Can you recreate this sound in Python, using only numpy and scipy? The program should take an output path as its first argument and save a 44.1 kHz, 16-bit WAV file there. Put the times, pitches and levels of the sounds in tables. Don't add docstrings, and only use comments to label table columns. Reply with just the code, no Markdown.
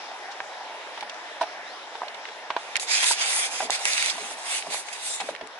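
import sys
import numpy as np
from scipy import signal
from scipy.fft import rfft, irfft
from scipy.io import wavfile
from scipy.ndimage import uniform_filter1d

SR = 44100
rng = np.random.default_rng(int(sys.argv[2]) if len(sys.argv) > 2 else 0)


def to_wav(s):
    ch = np.atleast_2d(s).T
    pcm = np.round(np.clip(ch, -1, 1) * 32767)
    wavfile.write(sys.argv[1], SR, pcm.astype(np.int16))


N = 246519
TIME, HIT_TIME = np.arange(N) / SR, np.arange(8192) / SR
BIN_HZ = np.arange(N // 2 + 1) * SR / N
TOP_HZ = 11020


def undb(db):
    return 10 ** (np.asarray(db) / 20)


def unit(x):
    return x / np.sqrt(np.mean(x ** 2))


def peak(x):
    return x / np.abs(x).max()


def band(x, lo_hz, hi_hz, order=2):
    sos = signal.butter(order, [lo_hz, min(hi_hz, .45 * SR)], "band", fs=SR, output="sos")
    return signal.sosfilt(sos, x)


def below(x, hz):
    return signal.sosfiltfilt(signal.butter(3, hz, fs=SR, output="sos"), x)


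def wander(rate_hz):
    hold = int(SR / rate_hz)
    steps = np.repeat(rng.standard_normal(N // hold + 1), hold)
    return 0.87 * uniform_filter1d(steps, hold)[:N]


def add(out, start_s, sound):
    i = int(start_s * SR)
    out[:, i:i + sound.shape[-1]] += sound[..., :N - i]


def fade(t60):
    return np.exp(-np.log(1000) * HIT_TIME / t60)


def ring(hz, t60):
    return np.sin(2 * np.pi * hz * HIT_TIME) * fade(t60)


def strike(hz, t60):
    return peak(HIT_TIME * ring(hz, t60))


def burst(t60, rise_s):
    return rng.standard_normal((2, len(HIT_TIME))) * fade(t60) * (1 - np.exp(-HIT_TIME / rise_s))


def sides(pan_db):
    return undb(np.array([[pan_db], [-pan_db]]) / 2)


def microphone_ports(pair, tone, likeness):
    log_hz = np.log(BIN_HZ + 1)
    hz, left_db, right_db = np.transpose(tone)
    gains = undb([np.interp(log_hz, np.log(hz), db) for db in (left_db, right_db)])
    hz, share, lead_rad = np.transpose(likeness)
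    shared = np.interp(log_hz, np.log(hz), share * np.exp(-1j * lead_rad))
    left, unrelated = rfft(pair)
    right = shared * left + np.sqrt(1 - np.abs(shared) ** 2) * unrelated
    return irfft(gains * np.array([left, right]), N)


def bubbles(count=6000):
    out = np.zeros((2, N))
    for when, pitch, strength, place in rng.random((count, 4)):
        life = HIT_TIME[:1024] * 50 * 12 ** pitch
        cycles = 8 * life * (1 + .04 * np.minimum(life, 4))
        note = np.sin(2 * np.pi * cycles) * np.exp(-2 * life)
        angle = 2 * np.pi * place
        add(out, when * N / SR, note * strength * np.array([[np.cos(angle)], [np.sin(angle)]]))
    return unit(out)


# freq_hz, left_db, right_db
STREAM_TONE = [(40, -40, -50), (98, -37, -36), (169, -25, -27), (295, -12, -12), (508, -6.5, -7.5),
               (788, 4.5, 4.5), (1250, -6, -5), (1800, -1, -2), (2620, -9, -6.5), (3700, -8, -10),
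               (4430, -14.5, -13.5), (5290, -9, -17), (8260, -25.5, -26.5), (11200, -26.5, -29)]
# freq_hz, likeness (0-1), left_lead_rad
STREAM_LIKENESS = [(40, 0.48, -3.0), (100, 0.42, -0.1), (170, 0.8, -0.2), (280, 0.95, 0.0),
                   (520, 0.92, 0.0), (780, 0.89, 0.0), (1300, 0.66, 0.4), (1750, 0.53, 1.3),
                   (2450, 0.44, 1.6), (3900, 0.35, -0.6), (4500, 0.08, 2.3), (5300, 0.32, -2.4),
                   (8200, 0.13, 0.4), (10800, 0.09, -1.2)]
# time_s, level_db, gurgle_boost_db
STREAM_FLOW = [(0, -37.5, 0.5), (.6, -38.5, 0.5), (.9, -37.5, -22), (1.7, -38, -5.5), (2.6, -39, -7),
               (3.4, -38.5, 4), (4.3, -38, -3.5), (5, -40.5, -3), (5.59, -41, -14)]


def stream(bubble_db=-12, flicker_db=2.5, gurgle_hz=790):
    wash = 0
    for hz in 40 * 2 ** np.arange(0, 8.5, .5):
        rush = band(rng.standard_normal((2, N)), hz / 2 ** .25, hz * 2 ** .25)
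        wash = wash + rush * undb(flicker_db * wander(14))
    water = unit(wash) + undb(bubble_db) * bubbles()
    water = unit(microphone_ports(water, STREAM_TONE, STREAM_LIKENESS))
    water = band(water, 115, 17500, order=4)
    time_s, level_db, boost_db = np.transpose(STREAM_FLOW)
    hollow = band(water, gurgle_hz - 40, gurgle_hz + 40, order=1)
    gurgle = (undb(np.interp(TIME, time_s, boost_db)) - 1) * hollow
    return (water + gurgle) * undb(np.interp(TIME, time_s, level_db))


# start_s, length_s, first_pitch_hz, last_pitch_hz, level_db
WHISTLES = [(0.488, 0.11, 3980, 3800, -52), (1.413, .1, 3700, 4500, -53), (1.652, .135, 3550, 5430, -50),
            (2.28, 0.16, 3870, 4370, -58)]


def bird(waver=0.0088, bend=0.00825, flutter_db=4.0, attack_power=.2, release_power=.7):
    song = 0
    drift = 1 + waver * wander(250) + bend * wander(28)
    for start_s, length_s, first_hz, last_hz, level_db in WHISTLES:
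        along = np.clip((TIME - start_s) / length_s, 0, 1)
        pitch_hz = first_hz * (last_hz / first_hz) ** along * drift
        envelope = peak(along ** attack_power * (1 - along) ** release_power)
        song = song + np.sin(2 * np.pi * np.cumsum(pitch_hz) / SR) * undb(level_db) * envelope
    return song * undb(flutter_db * wander(90)) * sides(1.5)


def stony_bank(x, wet_db=-23, t60=0.013):
    scatter = rng.standard_normal((2, len(HIT_TIME))) * fade(t60) * (HIT_TIME > .004)
    tail = band(scatter, 210, 3300)
    tail /= np.sqrt(np.sum(tail ** 2) / 2)
    return x + undb(wet_db) * signal.fftconvolve(x, tail, axes=1)[:, :N]


# start_s, peak_db
HEEL_THUDS = [(0.402, -60), (0.975, -64), (1.41, -63), (2.015, -70), (2.503, -63), (2.564, -63),
              (2.754, -60), (3.698, -51), (3.854, -52), (3.931, -60), (4.025, -61), (4.57, -60),
              (4.722, -62), (5.288, -57), (5.41, -56)]


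def heel_thuds(t60=0.16, lo_hz=35, hi_hz=150):
    out = np.zeros((2, N))
    for start_s, peak_db in HEEL_THUDS:
        bump = band(burst(t60, rise_s=0.0029), lo_hz, hi_hz)
        add(out, start_s, undb(peak_db) * peak(bump))
    return out


# pitch_hz, width_hz, level_db
BOARD_MODES = [(200, 51, -5.5), (262, 53, 0), (337, 45, -3.5), (428, 65, 4.5)]
# start_s, relative_level_db, t60_s
BOARD_TREADS = [(1.01, -40, 0.17), (3.617, -33, 0.17), (4.129, -42, .1), (4.203, -36, .18),
                (4.321, -42, .15), (4.664, -36, 0.18), (4.726, -45, .1), (5.213, -38.5, 0.15),
                (5.289, -37, .15), (5.411, -36, .17)]


def board_treads(gain_db=-2.5, rise_s=0.0048):
    out = np.zeros((2, N))
    for start_s, level_db, t60 in BOARD_TREADS:
        load = burst(t60, rise_s)[0]
        board = sum(undb(db) * band(load, hz - width / 2, hz + width / 2)
                    for hz, width, db in BOARD_MODES)
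        add(out, start_s, undb(level_db + gain_db) * peak(board))
    return out


# pitch_hz, level_db, t60_s
GROUND_MODES = [(448, -8, 0.01), (677, -13, 0.069), (833, -14, 0.14), (961, -3, 0.037), (1534, -13, 0.039)]
# pitch_ratio, level_db
KNOCK_OVERTONES = [(2.75, -1), (3.2, -5), (4.15, -5)]
# start_s, level_db, pitch_hz, relative_crack_db, t60_s
STONE_KNOCKS = [(0.4019, -20, 1060, -25, 0.0033), (0.9752, -25, 904, -6.5, 0.0076),
                (1.025, -23, 835, -8, 0.024), (1.408, -26, 1480, -7, 0.03), (1.411, -15.5, 663, -13, 0.037),
                (1.412, -16.5, 960, -16, 0.024), (1.427, -21.5, 850, -8, 0.029),
                (1.434, -23, 658, -9, 0.019), (1.952, -25, 876, -9.5, 0.018),
                (2.017, -17, 900, -33, 0.0082), (2.03, -24, 754, -19, 0.021),
                (2.503, -12.5, 1068, -11.5, 0.0094), (2.564, -11.5, 980, -14, 0.004),
                (3.029, -29.5, 1000, 9.5, 0.06), (3.108, -17, 910, -14, 0.02),
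                (3.603, -14.5, 787, -11, 0.019), (3.62, -23, 653, -14, 0.04), (3.697, -12, 797, -14, 0.012),
                (3.806, -34, 920, -6, 0.02), (3.853, -23.5, 1110, 0, 0.0038), (4.18, -26.5, 693, -7, 0.021),
                (4.307, -28.5, 880, -16, 0.019), (4.667, -25.5, 667, -15, 0.016),
                (4.743, -20.5, 810, -10, 0.012), (5.201, -22, 844, -7, 0.019),
                (5.213, -23.5, 780, -9, 0.022), (5.288, -19, 610, -16, 0.016),
                (5.41, -25.5, 654, -6, 0.021)]


def stone_knocks(crack_gain_db=4, crack_t60=0.048, clack_db=-6.5, clack_low_hz=530,
                 crumble_db=-20, crumble_t60=0.15, overtone_db=-3, pan_db=-2):
    out = np.zeros((2, N))
    ground = sum(undb(db) * ring(hz, t60) for hz, db, t60 in GROUND_MODES)
    for start_s, level_db, hz, crack_db, t60 in STONE_KNOCKS:
        crumbs, contact = rng.standard_normal((2, len(HIT_TIME)))
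        t60 = max(t60, .004)
        body = peak(band(strike(hz, t60) + ground, 372, 8800, order=3))
        clack = peak(band(contact * fade(2 * t60), max(hz / 2, clack_low_hz), hz * 2, order=3))
        crumble = peak(band(crumbs * fade(crumble_t60), 630, 1650, order=3))
        crack = peak(band(burst(crack_t60, rise_s=0.000094), 810, 3870, order=3))
        overtones = sum(undb(db) * ring(hz * ratio, 1.3 * t60) for ratio, db in KNOCK_OVERTONES)
        crack = peak(crack + undb(overtone_db) * peak(overtones))
        blow = peak(body + undb(clack_db) * clack) + undb(crumble_db) * crumble
        blow = blow + undb(crack_db + crack_gain_db) * crack
        add(out, start_s + 0.001, undb(level_db) * sides(pan_db) * blow)
    return out


# pitch_ratio, level_db
PEBBLE_MODES = [(1, 8.5), (1.63, -7.5), (2.2, -3.5)]
# start_s, level_db, pitch_hz, treble_db, t60_s, left_minus_right_db
PEBBLE_SNAPS = [(0.311, -31, 3770, -15, .096, 3), (0.4029, -14.5, 1740, -32, 0.0038, 0),
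                (1.007, -23, 2770, -11, 0.021, -2), (1.029, -33, 2860, -11, .02, -2),
                (1.095, -24, 3490, -11.5, 0.024, -2), (1.142, -34.5, 4520, -7, 0.023, -5),
                (1.412, -23, 4100, -4, 0.065, 1), (2.081, -25, 2740, -19, 0.023, -7),
                (2.143, -27, 2300, -16, .03, -3), (2.2532, -19, 2100, -22, 0.0061, -6),
                (2.286, -28, 2040, -25, 0.018, -3), (2.755, -9.5, 2260, -15, 0.016, -6.5),
                (2.7651, -8.5, 2220, -2.5, .011, 0), (2.7715, -15.5, 2300, -12, 0.0099, -4),
                (2.7969, -15.5, 3850, -3, 0.0046, 1), (3.0355, -16, 3560, -6, .005, -8),
                (3.0417, -9.5, 3370, -10, 0.0055, -9), (3.211, -19, 3900, -7, .02, -4),
                (3.7045, -9.5, 3760, 4.5, 0.0071, -1), (3.853, -4.5, 2620, -1, 0.0071, 0),
                (3.933, -12.5, 4570, -4, 0.0036, -12), (3.979, -13, 2520, -11, .005, -11),
                (4.025, -10, 2100, -3, 0.0068, -9), (4.0599, -13, 3500, 5, 0.006, -10),
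                (4.098, -15, 3480, -6, 0.021, -14), (4.622, -21.5, 2150, -16, 0.018, 0),
                (4.883, -25, 2290, -8, 0.043, 4), (5.201, -20.5, 2560, -3.5, 0.051, 2),
                (5.3496, -21.5, 1840, -18, 0.011, -8), (5.3614, -27, 1820, -16, 0.0091, -9),
                (5.4718, -30.5, 2220, 0, 0.0072, 1)]


def pebble_snaps(ring_t60=0.004, ring_db=-4, lag_s=0.0001):
    out = np.zeros((2, N))
    for start_s, level_db, hz, treble_db, t60, pan_db in PEBBLE_SNAPS:
        chips = burst(t60, rise_s=t60 / 14)
        note = peak(sum(undb(db) * strike(hz * ratio, ring_t60) for ratio, db in PEBBLE_MODES))
        stone = np.array([note, np.interp(HIT_TIME - lag_s, HIT_TIME, note)])
        spray = peak(band(chips, 0.59 * hz, 1.75 * hz, order=3))
        tick = band(peak(undb(ring_db) * stone + spray), 1470, 12000, order=4)
        treble = undb(treble_db) * peak(band(chips, 4700, 9000))
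        add(out, start_s + 0.00045, undb(level_db) * sides(pan_db) * (tick + treble))
    return out


def grains(per_s, spread_db):
    size = undb(spread_db * np.minimum(rng.exponential(size=(2, N)), 5))
    hits = rng.random((2, N)) < per_s / SR
    return unit(hits * size * rng.choice([-1, 1], (2, N)))


def shifting_stones(rub, patchy_db=3.0, rate_hz=22, bands=28):
    spectrum = rfft(rub)
    centres_hz = np.linspace(0, TOP_HZ, bands)
    shares = (np.interp(BIN_HZ, centres_hz, row) for row in np.eye(bands))
    return sum(irfft(spectrum * share, N) * undb(patchy_db * wander(rate_hz)) for share in shares)


def sole_push(start_s, length_s, rise_s, settle_db_per_s=312):
    age = TIME - start_s
    return np.clip(age / rise_s, 0, 1) * undb(-settle_db_per_s * np.maximum(age - length_s, 0))


def sliding_gravel(slides, tone, likeness, gain_db, crunch_db, judder_db,
                   coarse_gain_db=7, fine_gain_db=5, crackle_db=-10, fine_power=1.19):
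    rub = unit(rng.standard_normal((2, N))) + undb(crunch_db) * grains(per_s=3300, spread_db=1.0)
    rub = rub + undb(crackle_db) * grains(per_s=140, spread_db=3.5)
    rub = shifting_stones(microphone_ports(rub, tone, likeness))
    rub = unit(band(rub, 820, 12200)) * undb(judder_db * wander(110))
    low, high = below(rub, 3100), rub - below(rub, 6460)
    power = np.zeros((3, N))
    for start_s, length_s, rise_s, level_db, coarse_db, fine_db in slides:
        force = sole_push(start_s, length_s, rise_s)
        coarse, fine = undb(coarse_db + coarse_gain_db), undb(fine_db + fine_gain_db)
        strength = undb(level_db + gain_db) * 2 / np.sqrt(2 + coarse ** 2 + fine ** 2)
        power += (strength * np.array([coarse * force, force, fine * force ** fine_power])) ** 2
    return sum(gain * part for gain, part in zip(np.sqrt(power), (low, rub - low - high, high)))


# start_s, end_s, pitch_hz, width_hz, boost_db
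SCRAPE_RESONANCES = [(2.8, 3.067, 2550, 500, 3), (2.89, 3.0, 7040, 900, 4), (2.98, 3.15, 8650, 1300, 8),
                     (3.2, 3.554, 9340, 900, 9), (3.98, 4.16, 3820, 400, -1), (4.85, 5.318, 3680, 240, 7.5),
                     (5.0, 5.22, 8700, 500, 6.5), (5.07, 5.22, 7630, 450, 9)]


def scrape_resonances(scrape):
    out = scrape
    for start_s, end_s, hz, width_hz, boost_db in SCRAPE_RESONANCES:
        swell = np.sin(np.pi * np.clip((TIME - start_s) / (end_s - start_s), 0, 1))
        narrow = band(scrape, hz - width_hz / 2, hz + width_hz / 2, order=1)
        out = out + (undb(boost_db) - 1) * swell * narrow
    return out


# freq_hz, left_db, right_db
FIRST_STRIDE_TONE = [(1250, -13.5, -12), (1700, -9.5, -8), (2400, -8, -0.5), (2860, -12.5, -6),
                     (3500, -2.5, -7.5), (4300, -12, -6), (4880, -4.5, -0.5), (5500, -9.5, -8.5),
                     (6400, -3, -7), (7100, -12, -5.5), (8200, -17.5, -7), (9300, -5.5, -18),
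                     (10250, -19.5, -4.5), (11600, -12, -20)]
SECOND_STRIDE_TONE = [(1290, -13.5, -10.5), (1720, -5, -8.5), (1970, -6, 1), (2760, -4, 1), (3120, -8, -4),
                      (3540, 1.5, -3), (5080, -10.5, 1), (5300, -3, -5.5), (6200, -1.5, -3),
                      (6800, -4.5, -5), (8300, -10.5, -2.5), (8700, -0.5, -12), (10220, -9.5, -1.5),
                      (11600, -17, -14.5)]
# freq_hz, likeness (0-1), left_lead_rad
FIRST_STRIDE_LIKENESS = [(1300, 0.38, 2.0), (1700, 0.36, 2.3), (2400, 0.71, 1.8), (3000, 0.25, 1.8),
                         (3600, 0.31, -1.9), (4300, 0.32, 2.8), (5000, 0.74, -3.0), (5500, 0.57, 2.6),
                         (6100, 0.44, 2.3), (7100, 0.32, 1.8), (8200, 0.14, 0.8), (9400, 0.19, 1.4),
                         (10000, 0.25, 0.5), (10900, 0.26, 0.8)]
SECOND_STRIDE_LIKENESS = [(1300, 0.44, 2.1), (1700, 0.56, 2.2), (2100, 0.8, 1.8), (2600, 0.78, 1.8),
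                          (3100, 0.29, 2.0), (3700, 0.11, -0.5), (4500, 0.49, 2.8), (5200, 0.6, 3.1),
                          (6000, 0.48, 2.2), (7000, 0.19, 1.8), (8200, 0.06, -3.0), (9000, 0.03, 2.3),
                          (10000, 0.07, -2.3), (10900, 0.18, 2.1)]
# start_s, length_s, rise_s, level_db, coarse_db, fine_db
GRAVEL_SLIDES = [(2.57, 0.17, 0.018, -44, 2, -8), (2.796, 0.035, .004, -32.5, -9, 0),
                 (2.864, 0.12, 0.054, -23, -9.5, -9), (2.973, .07, 0.06, -22.5, -8.5, -9),
                 (3.043, 0.079, 0.024, -22, -9.5, -5.5), (3.147, 0.076, 0.084, -23, -5, -9.5),
                 (3.219, 0.24, 0.045, -27, -5.5, -5.5), (3.488, 0.15, 0.038, -31.5, -5, -6),
                 (3.695, 0.062, 0.032, -28, -3.5, -7), (3.779, 0.15, 0.032, -35, -2, -3),
                 (3.852, 0.25, 0.0059, -28.5, -3, -6.5), (4.124, .21, 0.017, -40, -2, -2),
                 (4.353, 0.13, 0.034, -43.5, -6, -3), (4.426, 0.16, 0.096, -30.5, -1, 0.5),
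                 (4.618, 0.085, .02, -47, -7, -4), (4.692, 0.056, .035, -30, -1, -3.5),
                 (4.755, 0.04, .025, -35.5, -12, 2), (4.842, 0.24, 0.025, -44, -3.5, -3.5),
                 (4.917, 0.018, .016, -37, -1, -1), (4.99, 0.16, 0.061, -36.5, -10, 0.5),
                 (5.166, 0.14, 0.013, -44, -1.5, -3)]


def gravel_strides(second_stride_s=3.695):
    early = [row for row in GRAVEL_SLIDES if row[0] < second_stride_s]
    late = [row for row in GRAVEL_SLIDES if row[0] >= second_stride_s]
    first = sliding_gravel(early, FIRST_STRIDE_TONE, FIRST_STRIDE_LIKENESS,
                           gain_db=1.5, crunch_db=-2, judder_db=0.66)
    second = sliding_gravel(late, SECOND_STRIDE_TONE, SECOND_STRIDE_LIKENESS,
                            gain_db=3.5, crunch_db=2, judder_db=1)
    return scrape_resonances(first + second)


def scene():
    gravel = gravel_strides()
    water = stream()
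    impacts = stony_bank(stone_knocks() + pebble_snaps() + board_treads())
    return water + gravel + impacts + heel_thuds() + bird()


def record(dry):
    return signal.sosfilt(signal.ellip(10, .2, 70, TOP_HZ, fs=SR, output="sos"), np.tanh(dry))


dry = scene()
out = record(dry)
to_wav(out)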